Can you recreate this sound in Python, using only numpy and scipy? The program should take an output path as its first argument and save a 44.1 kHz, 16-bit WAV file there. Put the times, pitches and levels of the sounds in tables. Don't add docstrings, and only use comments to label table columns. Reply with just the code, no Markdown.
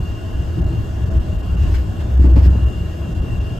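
import sys
import numpy as np
from scipy import signal
from scipy.fft import rfft, irfft
from scipy.io import wavfile
from scipy.ndimage import uniform_filter1d

SR = 44100
rng = np.random.default_rng(int(sys.argv[2]) if len(sys.argv) > 2 else 0)


def int16_out(signal):
    q = np.round(np.clip(np.atleast_2d(signal).T, -1, 1) * 32767)
    wavfile.write(sys.argv[1], SR, q.astype(np.int16))


N = 158319
T = np.arange(N) / SR

# time in seconds, shaking level in dB.
SHAKING = [(0, -20.5), (.25, -28.5), (.32, -19.5), (.55, -22.5), (.64, -15), (.9, -23), (1.15, -16),
           (1.42, -26), (1.66, -12), (1.83, -20), (1.93, -23.5), (2.1, -21), (2.27, -16.5), (2.48, -11),
           (2.6, -16.5), (2.98, -25.5), (3.3, -20), (3.59, -25.5)]
SHAKING_REF_DB = -17


def amp(db):
    return 10 ** (np.asarray(db) / 20)


def unit(x):
    return x / np.sqrt(np.mean(x ** 2) + 1e-20)


def read(points, hz):
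    f, value = np.transpose(points)
    return np.interp(np.log(hz + 1), np.log(f + 1), value)


def curve(rows, column=1):
    rows = np.array(rows)
    return np.interp(T, rows[:, 0], rows[:, column])


def bump(centre_s, width_s):
    return np.exp(-np.minimum(.5 * ((T - centre_s) / width_s) ** 2, 20))


def sine(turns):
    return np.sin(2 * np.pi * turns)


def add(mix, start_s, sound):
    part = mix[:, max(round(start_s * SR), 0):][:, :sound.shape[-1]]
    part += sound[..., :part.shape[1]]


def drift(rate_hz):
    t = np.arange(4096) / 1000
    hz = np.fft.rfftfreq(len(t), t[1])
    spectrum = rfft(rng.standard_normal(len(t))) * np.exp(-(hz / rate_hz) ** 2)
    return unit(np.interp(T, t, irfft(spectrum)))


def pair(z, same):
    same = np.clip(same, -1, 1)
    right = same * z[0] + np.sqrt(1 - same ** 2) * z[1]
    return np.array([z[0], right])


def colour(x, spectrum):
    # frequency in Hz, left-right likeness from -1 to 1.
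    likeness = [(25, .99), (60, .96), (160, 0.93), (270, 0.39), (440, .5), (720, 0.04), (1200, 0),
                (2000, 0.33), (3200, 0.48), (4700, .5), (5600, -0.07), (7200, 0.97), (8300, 0.36),
                (9200, -1), (10400, -1), (11400, 0), (12000, 1), (14400, 1), (15000, -1)]
    hz = np.fft.rfftfreq(x.shape[1], 1 / SR)
    stereo = pair(rfft(x), read(likeness, hz))
    return unit(irfft(stereo * amp(read(spectrum, hz)), x.shape[1]))


def rush(spectrum, patchy_db):
    z = signal.stft(rng.standard_normal((2, N)), nperseg=1024, noverlap=768)[2]
    patches = uniform_filter1d(rng.standard_normal(z.shape[1:]), size=6, axis=0)
    patches = unit(uniform_filter1d(patches, size=14, axis=1))
    x = signal.istft(z * amp(patchy_db * patches), nperseg=1024, noverlap=768)[1][:, :N]
    return colour(x, spectrum)


def hiss():
    # frequency in Hz, relative level in dB per Hz.
    hiss_spectrum = [(1200, -19.5), (2300, -3), (3100, 2.5), (4000, -5), (5000, -5), (6000, -6.5),
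                     (8500, -10), (12000, -12.5), (14000, -21), (15200, -25)]
    return rush(hiss_spectrum, patchy_db=1.96) * amp(-49.5)


def rings():
    # frequency in Hz, width in Hz (scaled below), level in dB, left-right likeness.
    resonances = [(161.4, 11, -42, .9), (323.3, 58, -40.5, 0.64), (635, 49, -49, 0.15),
                  (721, 15, -53.5, .2), (1066, 68, -54, .1), (1466, 62, -54.5, 0.11), (1668, 27, -58, 0.54),
                  (1880, 10, -63.5, 0.45), (2110, 33, -68.5, .4), (2798, 110, -55, 0.49),
                  (5540, 60, -72.5, .5)]
    f = np.fft.rfftfreq(N, 1 / SR)
    power = alike = 0
    for hz, width, db, same in resonances:
        shape = unit(1 / (1 + ((f - hz) / (0.71 * width)) ** 2))
        peak = (amp(db) * shape) ** 2
        power = power + peak
        alike = alike + same * peak
    noise = rfft(rng.standard_normal((2, N)))
    return irfft(pair(noise, alike / power) * np.sqrt(power), N)


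def drive():
    # time in seconds, pitch in Hz, level in dB.
    whine = [(0, 2792, -48.5), (.3, 2787, -50.5), (.65, 2784, -51), (.87, 2790, -47.5), (1.0, 2779, -56),
             (1.2, 2776, -58), (1.65, 2785, -47), (1.75, 2778, -56), (2.0, 2777, -50), (2.1, 2765, -61),
             (2.42, 2770, -64), (2.56, 2791, -46.5), (2.82, 2799, -47.5), (3.0, 2782, -52),
             (3.13, 2768, -49), (3.3, 2762, -48), (3.48, 2782, -47), (3.59, 2795, -52)]
    wander, flutter_db = 0.00264, 3
    turns = np.cumsum(curve(whine) * (1 + wander * drift(rate_hz=52.7))) / SR
    flutter = drift(rate_hz=53)
    ears = np.array([amp(flutter_db * (flutter + 0.58 * drift(rate_hz=14))) for _ in range(2)])
    return amp(curve(whine, column=2)) * unit(ears * sine(turns))


def wheels():
    # frequency in Hz, relative level in dB per Hz.
    roll_spectrum = [(82, -40.5), (140, -6), (166, 2), (194, -3), (265, -8.5), (363, -9.5), (491, -16.5),
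                     (640, -14.5), (688, -18.5), (805, -18), (897, -22.5), (1060, -23), (1340, -25),
                     (1490, -28.5), (1720, -26.5), (1960, -34), (2500, -47.5), (3250, -65), (5500, -120)]
    level_db, follow = -30.5, 0.23
    swell_db = follow * (curve(SHAKING) - SHAKING_REF_DB)
    return rush(roll_spectrum, patchy_db=1.5) * amp(level_db + swell_db)


def moans():
    # time of the peak in seconds, pitch in Hz, level in dB.
    moan_rows = [(.235, 652, -37), (1.13, 648, -35.5), (1.31, 622, -39.5)]
    out = np.zeros((2, N))
    for s, hz, db in moan_rows:
        tone = sine(hz * T + 0.3 * rng.random((2, 1)))
        out += amp(db) * bump(s, width_s=.032) * tone
    return out


def groans():
    # time of the peak in seconds, level in dB.
    groan_rows = [(.595, -28.5), (.722, -21.5), (2.214, -27.5), (2.32, -25.5)]
    groan_hz = 325.5
    return sum(amp(db) * bump(s, width_s=.013) * sine(groan_hz * T + rng.random())
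               for s, db in groan_rows)


def rattles():
    # start in seconds, length in seconds, level in dB, level of the metal ring in dB
    bursts = [(1.56, .27, -44, -68), (1.734, 0.031, -37, -62), (1.991, 0.032, -43.5, -69),
              (2.198, 0.084, -48, -69), (2.347, 0.065, -42, -60), (2.416, 0.06, -41.5, -57)]
    # frequency in Hz, relative level in dB per Hz.
    tick_spectrum = [(600, 2), (1400, 1), (2100, 2), (3000, -2), (4000, -6), (5500, -10.5), (8500, -17),
                     (12500, -18), (15000, -25)]
    fitting_hz, fitting_width_hz = 4970, 200
    ticks_per_s, spread_db, blur_t60 = 1000, 4.5, .09
    out, t = np.zeros((2, N)), T[:SR // 3]
    hz = np.fft.rfftfreq(len(t), 1 / SR)
    peak = 1 / (1 + ((hz - fitting_hz) / fitting_width_hz) ** 2)
    for s, length, db, ring_db in bursts:
        swell = np.sqrt(np.abs(sine(np.minimum(t / length, 1) / 2)))
        hits = rng.random(len(t)) < ticks_per_s / SR
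        ticks = hits * swell * amp(spread_db * rng.standard_normal(len(t)))
        cabin = rng.standard_normal((2, len(t))) * amp(-60 * t / blur_t60)
        blur = signal.fftconvolve(ticks[None], cabin, axes=1)[:, :len(t)]
        ring = unit(irfft(rfft(blur) * peak, len(t)))
        burst = amp(db) * colour(blur, tick_spectrum) + amp(ring_db) * ring
        add(out, s, np.sqrt(length / t[-1]) * burst)
    return out


def dips():
    dip_times = [.608, .635, .656, 1.052, 1.099, 1.192, 1.376, 1.422, 1.562, 2.165, 2.189, 2.283, 2.328,
                 2.35, 2.492, 2.655, 3.142, 3.21, 3.397]
    depth_db = -9.5
    return amp(depth_db * sum(bump(s, width_s=.0039) for s in dip_times))


def knocks():
    # start in seconds, level of the upper tones in dB, level of the lowest tone in dB,
    # level of the clatter in dB (before it is doubled below).
    strikes = [(.574, -26, -13, -49), (0.707, -32, -25, -48), (2.187, -25.5, -33, -44),
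               (2.238, -20, -21.5, -26.5), (2.358, -21, -19.5, -22.5), (2.451, -26, -14.5, -46),
               (2.545, -30, -20.5, -36.5), (3.078, -32.5, -15.5, -64)]
    # frequency in Hz, relative level in dB,
    # time to fade by 60 dB in seconds.
    body_tones = [(198.6, -0.5, 0.25), (260.4, 1.5, 0.18), (298.9, -2, 0.42), (321, 0, 0.24),
                  (359, -2.5, 0.21), (411, -3, 0.11), (536, -10.5, 0.12)]
    # frequency in Hz, relative level in dB per Hz.
    clatter_spectrum = [(100, 2.5), (270, 11), (380, -12.5), (480, 4.5), (590, -13), (700, -3),
                        (780, -15.5), (845, -0.5), (950, -12.5), (1120, -10), (1350, -19.5), (3000, -41),
                        (8000, -60)]
    low_hz, low_t60, clatter_t60 = 164.6, 0.23, 0.3
    out, t = np.zeros((2, N)), T[:SR // 2]
    tone_rise = np.minimum(t / .011, 1)
    clatter_rise = np.minimum(t / .0082, 1)
    for s, db, low_db, clatter_db in strikes:
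        tones = amp(low_db - 60 * t / low_t60) * sine(low_hz * t)
        for hz, level, t60 in body_tones:
            phase = rng.random() + 0.34 * rng.random((2, 1))
            tones = tones + amp(db + level - 60 * t / t60) * sine(hz * t + phase)
        noise = colour(rng.standard_normal((2, len(t))), clatter_spectrum)
        clatter = amp(clatter_db - 60 * t / clatter_t60) * noise
        add(out, s, tone_rise * tones + 2 * clatter_rise * clatter)
    return out


def car_body():
    # frequency in Hz, relative level in dB per Hz.
    rumble_spectrum = [(13, -24), (25, -12), (39, -11.5), (53, -9.5), (66, -.5), (81, -4.5), (105, -5),
                       (121, -9.5), (141, -23), (221, -46), (610, -91)]
    # time in seconds, level in dB.
    boom_levels = [(0, -38), (1.45, -29), (1.58, -16.5), (1.83, -17), (1.92, -36), (2.09, -27),
                   (2.125, -13.5), (2.27, -7.3), (2.4, -8.3), (2.52, -11.5), (2.58, -23), (2.8, -34),
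                   (3.59, -38)]
    # time of the peak in seconds, peak level in dB.
    thump_rows = [(0.026, -13), (0.615, -9), (1.163, -8), (1.376, -11.5), (1.561, -9), (1.68, -13),
                  (2.655, -10.5), (3.131, -12.5), (3.209, -11.5), (3.396, -11)]
    rumble_db, follow = -17.5, 0.81
    boom_hz, boom_wander, boom_flutter_db = 64.17, 0.02, 0.7
    thump_hz = 59.7

    noise = rush(rumble_spectrum, patchy_db=2.5)
    noise = noise / np.sqrt(uniform_filter1d((noise ** 2).mean(0), size=7000))
    rumble = noise * amp(rumble_db + follow * (curve(SHAKING) - SHAKING_REF_DB))

    turns = np.cumsum(boom_hz * (1 + boom_wander * drift(rate_hz=12.1))) / SR
    boom_db = curve(boom_levels) + boom_flutter_db * drift(rate_hz=16)
    boom = unit(sine(turns)) * amp(boom_db)

    thumps = sum(amp(db) * bump(s, width_s=.012) * np.cos(2 * np.pi * thump_hz * (T - s))
                 for s, db in thump_rows)
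    return rumble + boom + thumps


def scene():
    treble = (hiss() + drive() + rattles()) * dips()
    mix = treble + rings() + wheels() + moans() + groans() + knocks() + car_body()
    balance_db = 1.0
    return mix * amp([[balance_db / 2], [-balance_db / 2]])


def record(dry):
    edge_hz, fade_s = 15200, .004
    x = dry / (1 + (dry / .95) ** 8) ** (1 / 8)
    x = x * np.minimum(np.minimum(T, T[-1] - T) / fade_s, 1)
    low_pass = signal.firwin(511, edge_hz, window=("kaiser", 9), fs=SR)
    return signal.oaconvolve(x, low_pass[None], "same")


dry = scene()
out = record(dry)
int16_out(out)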